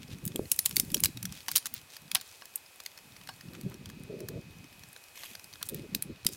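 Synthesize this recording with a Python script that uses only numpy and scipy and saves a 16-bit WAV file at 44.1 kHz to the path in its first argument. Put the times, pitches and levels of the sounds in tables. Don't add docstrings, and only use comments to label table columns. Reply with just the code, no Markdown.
import sys
import numpy as np
from scipy import signal
from scipy.fft import rfft, irfft, next_fast_len
from scipy.io import wavfile
from scipy.ndimage import map_coordinates

SR = 44100
rng = np.random.default_rng(int(sys.argv[2]) if len(sys.argv) > 2 else 0)


def to_wav(s):
    ch = np.atleast_2d(s).T
    pcm = np.round(np.clip(ch, -1, 1) * 32767)
    wavfile.write(sys.argv[1], SR, pcm.astype(np.int16))


N = 280476

# (time [s], level [dB], brightness [dB], time to first rebound [s])
CLACKS = [(.2526, -31.5, 19, 0.01), (0.277, -35, 11, 0.0023), (0.3588, -32.5, 9, 0.00036),
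          (0.5167, -17.5, 9.5, .0018), (.5615, -39, 15, 0.0013), (0.59, -21, 5, .0015),
          (.654, -35, 12, .001), (.6588, -19, 5.5, 0.0027), (0.6935, -38.5, 12, 0.00091),
          (0.7099, -38, -2, 0.0006), (0.7593, -30, 16, 0.00073), (0.7664, -19.5, 1.5, 0.001),
          (.782, -37, 3, .005), (0.7979, -19, 10, .0005), (0.9174, -40.5, 10, 0.00095),
          (0.9438, -21, 7.5, 0.0023), (0.9684, -37, -3, 0.0088), (1.0029, -31.5, 13, 0.00069),
          (1.037, -17.5, 3, .009), (1.0566, -22, -.5, 0.00096), (1.172, -41, -4, 0.00077),
          (1.2278, -35, 4.5, .002), (1.2535, -32, -1.5, .002), (1.323, -41.5, -3, .002),
          (1.4832, -29, -3.5, 0.0057), (1.5148, -31, 7, 0.00087), (1.5549, -28, 3, 0.00076),
          (1.5593, -17, 3, 0.0053), (1.5701, -22, 1, .009), (1.6571, -31, 0.5, .005),
          (1.6673, -34, 3, 0.0016), (1.739, -40.5, 4.5, 0.0019), (1.966, -43, -1.5, 0.0023),
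          (2.1152, -31.5, -2, 0.00057), (2.149, -21.5, 3.5, 0.0011), (2.154, -22, -9, .0007),
          (2.166, -37, -7, .004), (2.2116, -40.5, 0, .003), (2.42, -47.5, -24, 0.0015),
          (2.557, -28.5, 16.5, .001), (2.8015, -42.5, -3, 0.0018), (2.8612, -35.5, -3, .001),
          (2.9754, -46, -5, 0.003), (3.164, -49.5, -15, 0.00084), (3.212, -51, -12, 0.0011),
          (3.2727, -46, -8, 0.00102), (3.2887, -41.5, -4, 0.0043), (3.409, -48, -7, 0.0013),
          (3.611, -46.5, 4, .001), (3.8573, -45, -7, 0.00098), (3.899, -47, -3, 0.0015),
          (4.2038, -46.5, 2, .001), (4.2859, -37.5, 3.5, .002), (4.835, -49, -6, 0.00102),
          (4.9292, -49, 7, .001), (4.9624, -47, -10.5, .001), (5.1743, -47.5, -17, .002),
          (5.2339, -42.5, -10, 0.001), (5.3516, -41.5, -7, 0.0016), (5.395, -47.5, 0, .001),
          (5.556, -49, -10, 0.00094), (5.6274, -31.5, 0.5, 0.00072), (5.6881, -33, 8.5, .001),
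          (5.6952, -37.5, 9, 0.0008), (5.745, -38, 11, .001), (5.948, -25, 2, .001),
          (6.0232, -29, 9, 0.00065), (6.248, -39, 2, 0.0018), (6.266, -19.5, 0.5, 0.00085),
          (6.2876, -40, 5, 0.0022)]
# (frequency [Hz], t60 [s])
TUBE_DECAY = [(500, .05), (2500, 0.058), (5000, 0.16), (12000, 0.12)]
# (frequency [Hz], t60 [s])
TREE_DECAY = [(300, .4), (1500, 0.34), (4500, 0.29), (9000, 0.15), (15000, 0.061)]
def ladder(tubes_db=-21, trees_db=-27, lead_in_db=-18, lead_in_s=0.0069,
           hard_db=-20, loss_db=5, shrink=0.54):
    out = np.zeros(N)
    for s, db, bright_db, flight in CLACKS:
        soft_db = hard_db - db
        chatter_s = 0.0013 * 2 ** (soft_db / 47)
        clunk_db = -11 + 0.4638 * soft_db
        add(out, s - 0.0035, amp(db + lead_in_db) * contact(lead_in_s, clunk_db, bright_db))
        clack = np.zeros(SR // 8)
        for k in range(3):
            late = flight * np.sum(shrink ** np.arange(k))
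            bounce_db = db - loss_db * k * (k + 1) / 2
            add(clack, late, amp(bounce_db) * contact(chatter_s, clunk_db, bright_db))
        add(out, s, clack)
        add(out, s, amp(tubes_db) * signal.fftconvolve(clack, tail(TUBE_DECAY, size=8192)))
        add(out, s + .011, amp(trees_db) * signal.fftconvolve(clack, tail(TREE_DECAY, size=32768)))
    return out


# (frequency [Hz], level [dB])
METAL_SPECTRUM = [(100, -64), (450, -12.5), (750, -15.5), (1100, -6.5), (1600, -2), (3000, -5),
                  (4800, -2.5), (7800, -7.5), (11000, -4.5), (15000, -8), (16500, -11.5)]
def contact(chatter_s, clunk_db, bright_db, uneven_db=3.5, ring_share=0.097, ring_t60=0.042, size=2048):
    t, hz = np.arange(size) / SR, np.fft.rfftfreq(size, 1 / SR)
    progress = t / max(chatter_s, 1e-4)
    rise = 1 - np.exp(-progress / 0.43)
    force = rise * (np.exp(-progress ** 2) + ring_share * amp(-60 * t / ring_t60))
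    spot = unit(signal.convolve(rng.standard_normal(len(hz)), np.hanning(size // 64), "same"))
    blow_db = along([(1700, clunk_db), (2800, 0.0041), (5500, 0.016), (8500, bright_db)], hz)
    body = causal(along(METAL_SPECTRUM, hz) + blow_db + uneven_db * spot)
    click = signal.fftconvolve(force * rng.standard_normal(size), body)[:size]
    return click / np.linalg.norm(click) * np.sqrt(SR / 200)


# (time [s], level [dB])
SEATINGS = [(1.484, -46), (1.56, -50), (2.15, -39.5), (2.421, -55), (3.291, -46.5), (5.234, -53)]
# (frequency [Hz], relative level [dB], t60 at full_db [s])
FRAME_MODES = [(750, -1.5, 0.15), (923, 5.5, 0.073), (1112, 5, 0.12), (1620, -1, 0.16), (2000, -22, .04),
               (2920, 5, 0.051), (4400, -6.5, 0.36), (4900, -5, .11), (5400, 3, .11)]
def frame(full_db=-32, doubling_db=17.5, vary_db=2, rattle_rad=0.96):
    out, t = np.zeros(N), np.arange(SR // 4) / SR
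    for s, db in SEATINGS:
        sustain = 2 ** ((db - full_db) / doubling_db)
        for hz, mode_db, t60 in FRAME_MODES:
            phase = 2 * np.pi * (hz * t + rng.random()) + rattle_rad * wobble(190)[:len(t)]
            start_db = db + mode_db + vary_db * rng.normal()
            add(out, s, amp(start_db - 60 * t / (t60 * sustain)) * np.sin(phase))
    return out


# (time [s], pitch [Hz], level [dB], t60 [s])
PIN_RINGS = [(.36, 3260, -26, 0.012), (0.52, 10540, -27.5, 0.075), (0.52, 9900, -41, 0.09),
             (0.594, 9800, -33, 0.13), (.945, 3270, -20.5, 0.017), (.945, 5680, -18.5, 0.023),
             (1.037, 3850, -26, 0.014), (1.559, 9650, -37, 0.17), (1.74, 15360, -21, .012)]
def pins():
    out, t = np.zeros(N), np.arange(SR // 4) / SR
    for s, hz, db, t60 in PIN_RINGS:
        add(out, s, amp(db - 60 * t / t60) * np.sin(2 * np.pi * hz * t))
    return out


# (time [s], pitch [Hz], level [dB], t60 [s])
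SOFT_KNOCKS = [(.357, 377, -20.5, 0.013), (.394, 376, -11, .012), (.962, 378, -28.5, 0.025),
               (1.148, 122, -40.5, 0.5), (1.243, 183.5, -34.5, 0.23), (3.651, 177.4, -29, 0.074),
               (6.257, 200, -25, 0.03)]
def knocks(attack_s=0.00063, sag=0.28):
    out, t = np.zeros(N), np.arange(SR // 5) / SR
    for s, hz, db, t60 in SOFT_KNOCKS:
        phase = 2 * np.pi * np.cumsum(hz * (1 - sag * np.minimum(t / t60, 1))) / SR
        add(out, s, amp(db - 60 * t / t60) * (1 - np.exp(-t / attack_s)) * np.sin(phase))
    return out


# (middle time [s], half length [s], level [dB], band centre [Hz])
STROKES = [(0.028, 0.022, -51.5, 3130), (0.125, 0.035, -48.5, 3120), (1.369, .096, -51, 3520),
           (1.525, .058, -45.5, 5000), (1.77, 0.043, -47.5, 3465), (1.939, 0.067, -52, 4130),
           (2.301, 0.14, -54.5, 4600), (3.553, 0.019, -47, 1870), (3.717, .02, -55.5, 1029),
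           (5.617, .015, -48.5, 1430), (5.665, 0.019, -46, 9060), (5.763, .05, -53.5, 3040),
           (6.332, .036, -46, 7260)]
def scrapes(octaves=1.0, grain_db=5.0):
    out = np.zeros(N)
    for s, half_s, db, centre_hz in STROKES:
        size = int(2 * half_s * SR)
        hz = np.fft.rfftfreq(size, 1 / SR) + 1
        response = 1 / (1 + (np.log2(hz / centre_hz) / octaves) ** 2)
        band = unit(irfft(rfft(rng.standard_normal(size)) * response, size))
        grain = amp(grain_db * wobble(402.3)[:size])
        add(out, s - half_s, amp(db) * np.hanning(size) * unit(band * grain))
    return out


# (time [s], relative level [dB])
SLIDE_SWELL = [(5.12, -84), (5.16, -52.5), (5.24, -49.5), (5.34, -55.5), (5.38, -78)]
# (frequency [Hz], level [dB])
TUBE_HISS = [(500, -7.5), (1200, -12), (2100, 0.5), (3200, 2.5), (4500, -6), (6300, -2), (9500, -6),
             (13500, -1), (16000, -22)]
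def slide(gain_db=1, grain_db=3.5):
    slide_db, = curves(SLIDE_SWELL)
    return amp(slide_db + gain_db) * unit(amp(grain_db * wobble(450)) * noise(TUBE_HISS))


# (time [s], level [dB])
RUB_LEVEL = [(0, -63.5), (.3, -63.5), (.55, -52), (1.04, -56.5), (1.22, -63), (1.43, -58.5), (2.03, -63),
             (2.35, -61), (3.42, -62), (3.85, -67), (4.4, -67.5), (4.87, -62), (5.3, -60), (5.66, -60.5),
             (5.86, -65), (6.15, -69), (6.36, -60)]
# (frequency [Hz], level [dB])
RUB_SHEEN = [(2500, -39), (5000, -4), (8000, 0.5), (13000, -0.5), (16000, -5.5)]
def rubbing(drag_db=-10):
    rub_db, = curves(RUB_LEVEL)
    sheen = amp(rub_db + 0.3 * wobble(40)) * noise(RUB_SHEEN)
    drag = amp(rub_db + drag_db + 0.5 * wobble(18)) * noise(TUBE_HISS)
    return sheen + drag


def joint_ticks(db=-56, spread_db=3.0, follows=0.55, count=90):
    out = np.zeros(N)
    rub_db, = curves(RUB_LEVEL)
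    effort_db = follows * (rub_db - rub_db.mean())
    work = np.cumsum(amp(effort_db))
    for k, (when, size, tone) in enumerate(rng.random((count, 3))):
        at = np.searchsorted(work, work[-1] * (k + when) / count)
        level_db = db + effort_db[at] - spread_db * np.log(size + 0.018)
        tick = contact(chatter_s=0.0019, clunk_db=-6, bright_db=-13 + 20 * tone)
        add(out, at / SR, amp(level_db) * tick)
    return out


EDDY_REFERENCE_DB = -47
# (frequency [Hz], level [dB])
RUMBLE = [(20, -30), (45, -2), (80, -4.5), (150, -0.5), (290, -4.5), (450, -36.5), (900, -90)]
def wind(calm_db=-79, flutter_hz=395.5, db_per_octave=44.5, lump_db=3.5, rumble_db=-6):
    buffet_db, flutter_db = 20 * np.log10(gusts() + amp(calm_db))
    eddy_hz = flutter_hz * 2 ** ((flutter_db - EDDY_REFERENCE_DB) / db_per_octave)
    phase = 2 * np.pi * np.cumsum(eddy_hz) / SR
    band = lambda width_hz: wobble(width_hz) * np.sin(phase) + wobble(width_hz) * np.cos(phase)
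    lumps = amp(lump_db * wobble(45))
    flutter = unit(lumps * (band(110) + amp(-1) * band(480)))
    buffet = unit(puffs(buffet_db) + amp(rumble_db) * noise(RUMBLE))
    return amp(buffet_db + 1.5) * buffet + amp(flutter_db - .5) * flutter


# (middle time [s], length [s], buffet strength [dB], flutter strength [dB])
MIC_GUSTS = [(.01, 0.042, -41.5, -57), (0.131, .08, -44.5, -54), (0.269, 0.0998, -43.5, -54),
             (0.398, 0.11, -42, -46.5), (0.785, 0.16, -45, -54), (0.989, 0.23, -44, -53),
             (1.258, 0.2, -49.5, -66.5), (1.524, 0.062, -55.5, -62), (1.744, 0.2, -61, -76),
             (2.097, 0.19, -59.5, -82.5), (3.202, 0.34, -61.5, -77.5), (3.762, 0.63, -49.5, -57),
             (3.67, 0.068, -42, -50), (4.23, .3, -49.5, -46.5), (4.37, 0.067, -41.5, -45.5),
             (4.551, 0.23, -54.5, -67.5), (4.8, .2, -62, -76.5), (5.453, 0.305, -69, -78),
             (5.79, .16, -47, -49), (5.943, 0.079, -42.5, -51), (6.092, 0.082, -45, -53),
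             (6.3, 0.11, -54, -53)]
def gusts(edge_s=0.018, wake_db=-16.5, wake_s=.16):
    t, power = np.arange(N) / SR, np.zeros((2, N))
    for s, length, buffet_db, flutter_db in MIC_GUSTS:
        outside = np.abs(t - s) - length / 2
        core = (1 - np.tanh(outside / edge_s)) / 2
        wake = amp(wake_db) * np.exp(-np.maximum(outside, 0) / wake_s)
        power += amp([[buffet_db], [flutter_db]]) ** 2 * (core ** 2 + wake ** 2)
    return np.sqrt(power)


def puffs(strength_db, pitch_hz=175, db_per_octave=50, spread=0.28, cycles=0.91, count=280):
    out, t = np.zeros(N), np.arange(-SR // 20, SR // 20) / SR
    for k, (late, tone, size, phase) in enumerate(rng.standard_normal((count, 4))):
        octaves = (strength_db[k * N // count] - EDDY_REFERENCE_DB) / db_per_octave
        hz = pitch_hz * np.exp(spread * tone) * 2 ** octaves
        bump = np.exp(-(t * hz / cycles) ** 2) * np.sin(2 * np.pi * (hz * t + phase))
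        add(out, (k + .5 * late) * N / SR / count + t[0], amp(2 * size) * bump)
    return unit(out)


# (frequency [Hz], level [dB])
FOREST_HISS = [(150, -13.5), (400, 0.5), (800, 1.5), (1400, -1), (2400, 0), (4500, -2.5), (7000, -10.5),
               (14000, -38)]
def forest(level_db=-60):
    return amp(level_db) * noise(FOREST_HISS)


# (time [s], upper pitch [Hz], lower pitch [Hz], swell [dB])
WHINE_TONES = [(0, 2536, 2380, -2), (2.5, 2541, 2370, -2), (3.85, 2547, 2376, -1.5),
               (3.97, 2529, 2360, 1.5), (6.36, 2528, 2364, 0)]
def whine(level_db=-65.5, lower_db=-8):
    upper_hz, lower_hz, swell_db = curves(WHINE_TONES)
    tone = lambda hz: np.sqrt(2) * np.sin(2 * np.pi * np.cumsum(hz + 2 * wobble(25)) / SR)
    return amp(level_db + swell_db) * (tone(upper_hz) + amp(lower_db) * tone(lower_hz))


def amp(db):
    return 10 ** (np.asarray(db) / 20)


def unit(x):
    return x / np.sqrt(np.mean(x ** 2) + 1e-20)


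def along(points, hz):
    knots_hz, values = np.transpose(points)
    return np.interp(np.log(hz + 1), np.log(knots_hz + 1), values)


def curves(rows):
    s, *columns = np.transpose(rows)
    return [np.interp(np.arange(N) / SR, s, column) for column in columns]


def wobble(rate):
    return map_coordinates(rng.standard_normal(int(N * rate / SR) + 4), [np.arange(N) * rate / SR])


def filtered(x, response):
    size = next_fast_len(N + 8192)
    return irfft(rfft(x, size) * response(np.fft.rfftfreq(size, 1 / SR)), size)[:N]


def noise(spectrum):
    return unit(filtered(rng.standard_normal(N), lambda hz: amp(along(spectrum, hz))))


def causal(db):
    cepstrum = irfft(np.log(amp(db)))
    half = len(cepstrum) // 2
    return irfft(np.exp(rfft(np.r_[cepstrum[0], 2 * cepstrum[1:half], np.zeros(half)])))


def tail(decays, size):
    hz, t, spectra = signal.stft(rng.standard_normal(size), SR, nperseg=256)
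    ring = signal.istft(spectra * amp(-60 * t / along(decays, hz)[:, None]), SR, nperseg=256)[1]
    return ring / np.linalg.norm(ring)


def add(track, s, sound):
    start = max(round(s * SR), 0)
    part = sound[:max(N - start, 0)]
    track[start:start + len(part)] += part


def scene():
    metal = ladder() + frame() + pins() + joint_ticks() + scrapes() + slide()
    return (metal + knocks() + rubbing() + forest() + wind() + whine())[None]


def record(dry, top_hz=15950):
    return filtered(dry[0], lambda hz: 1 / np.sqrt(1 + (hz / top_hz) ** 240))[None]


dry = scene()
out = record(dry)
to_wav(out)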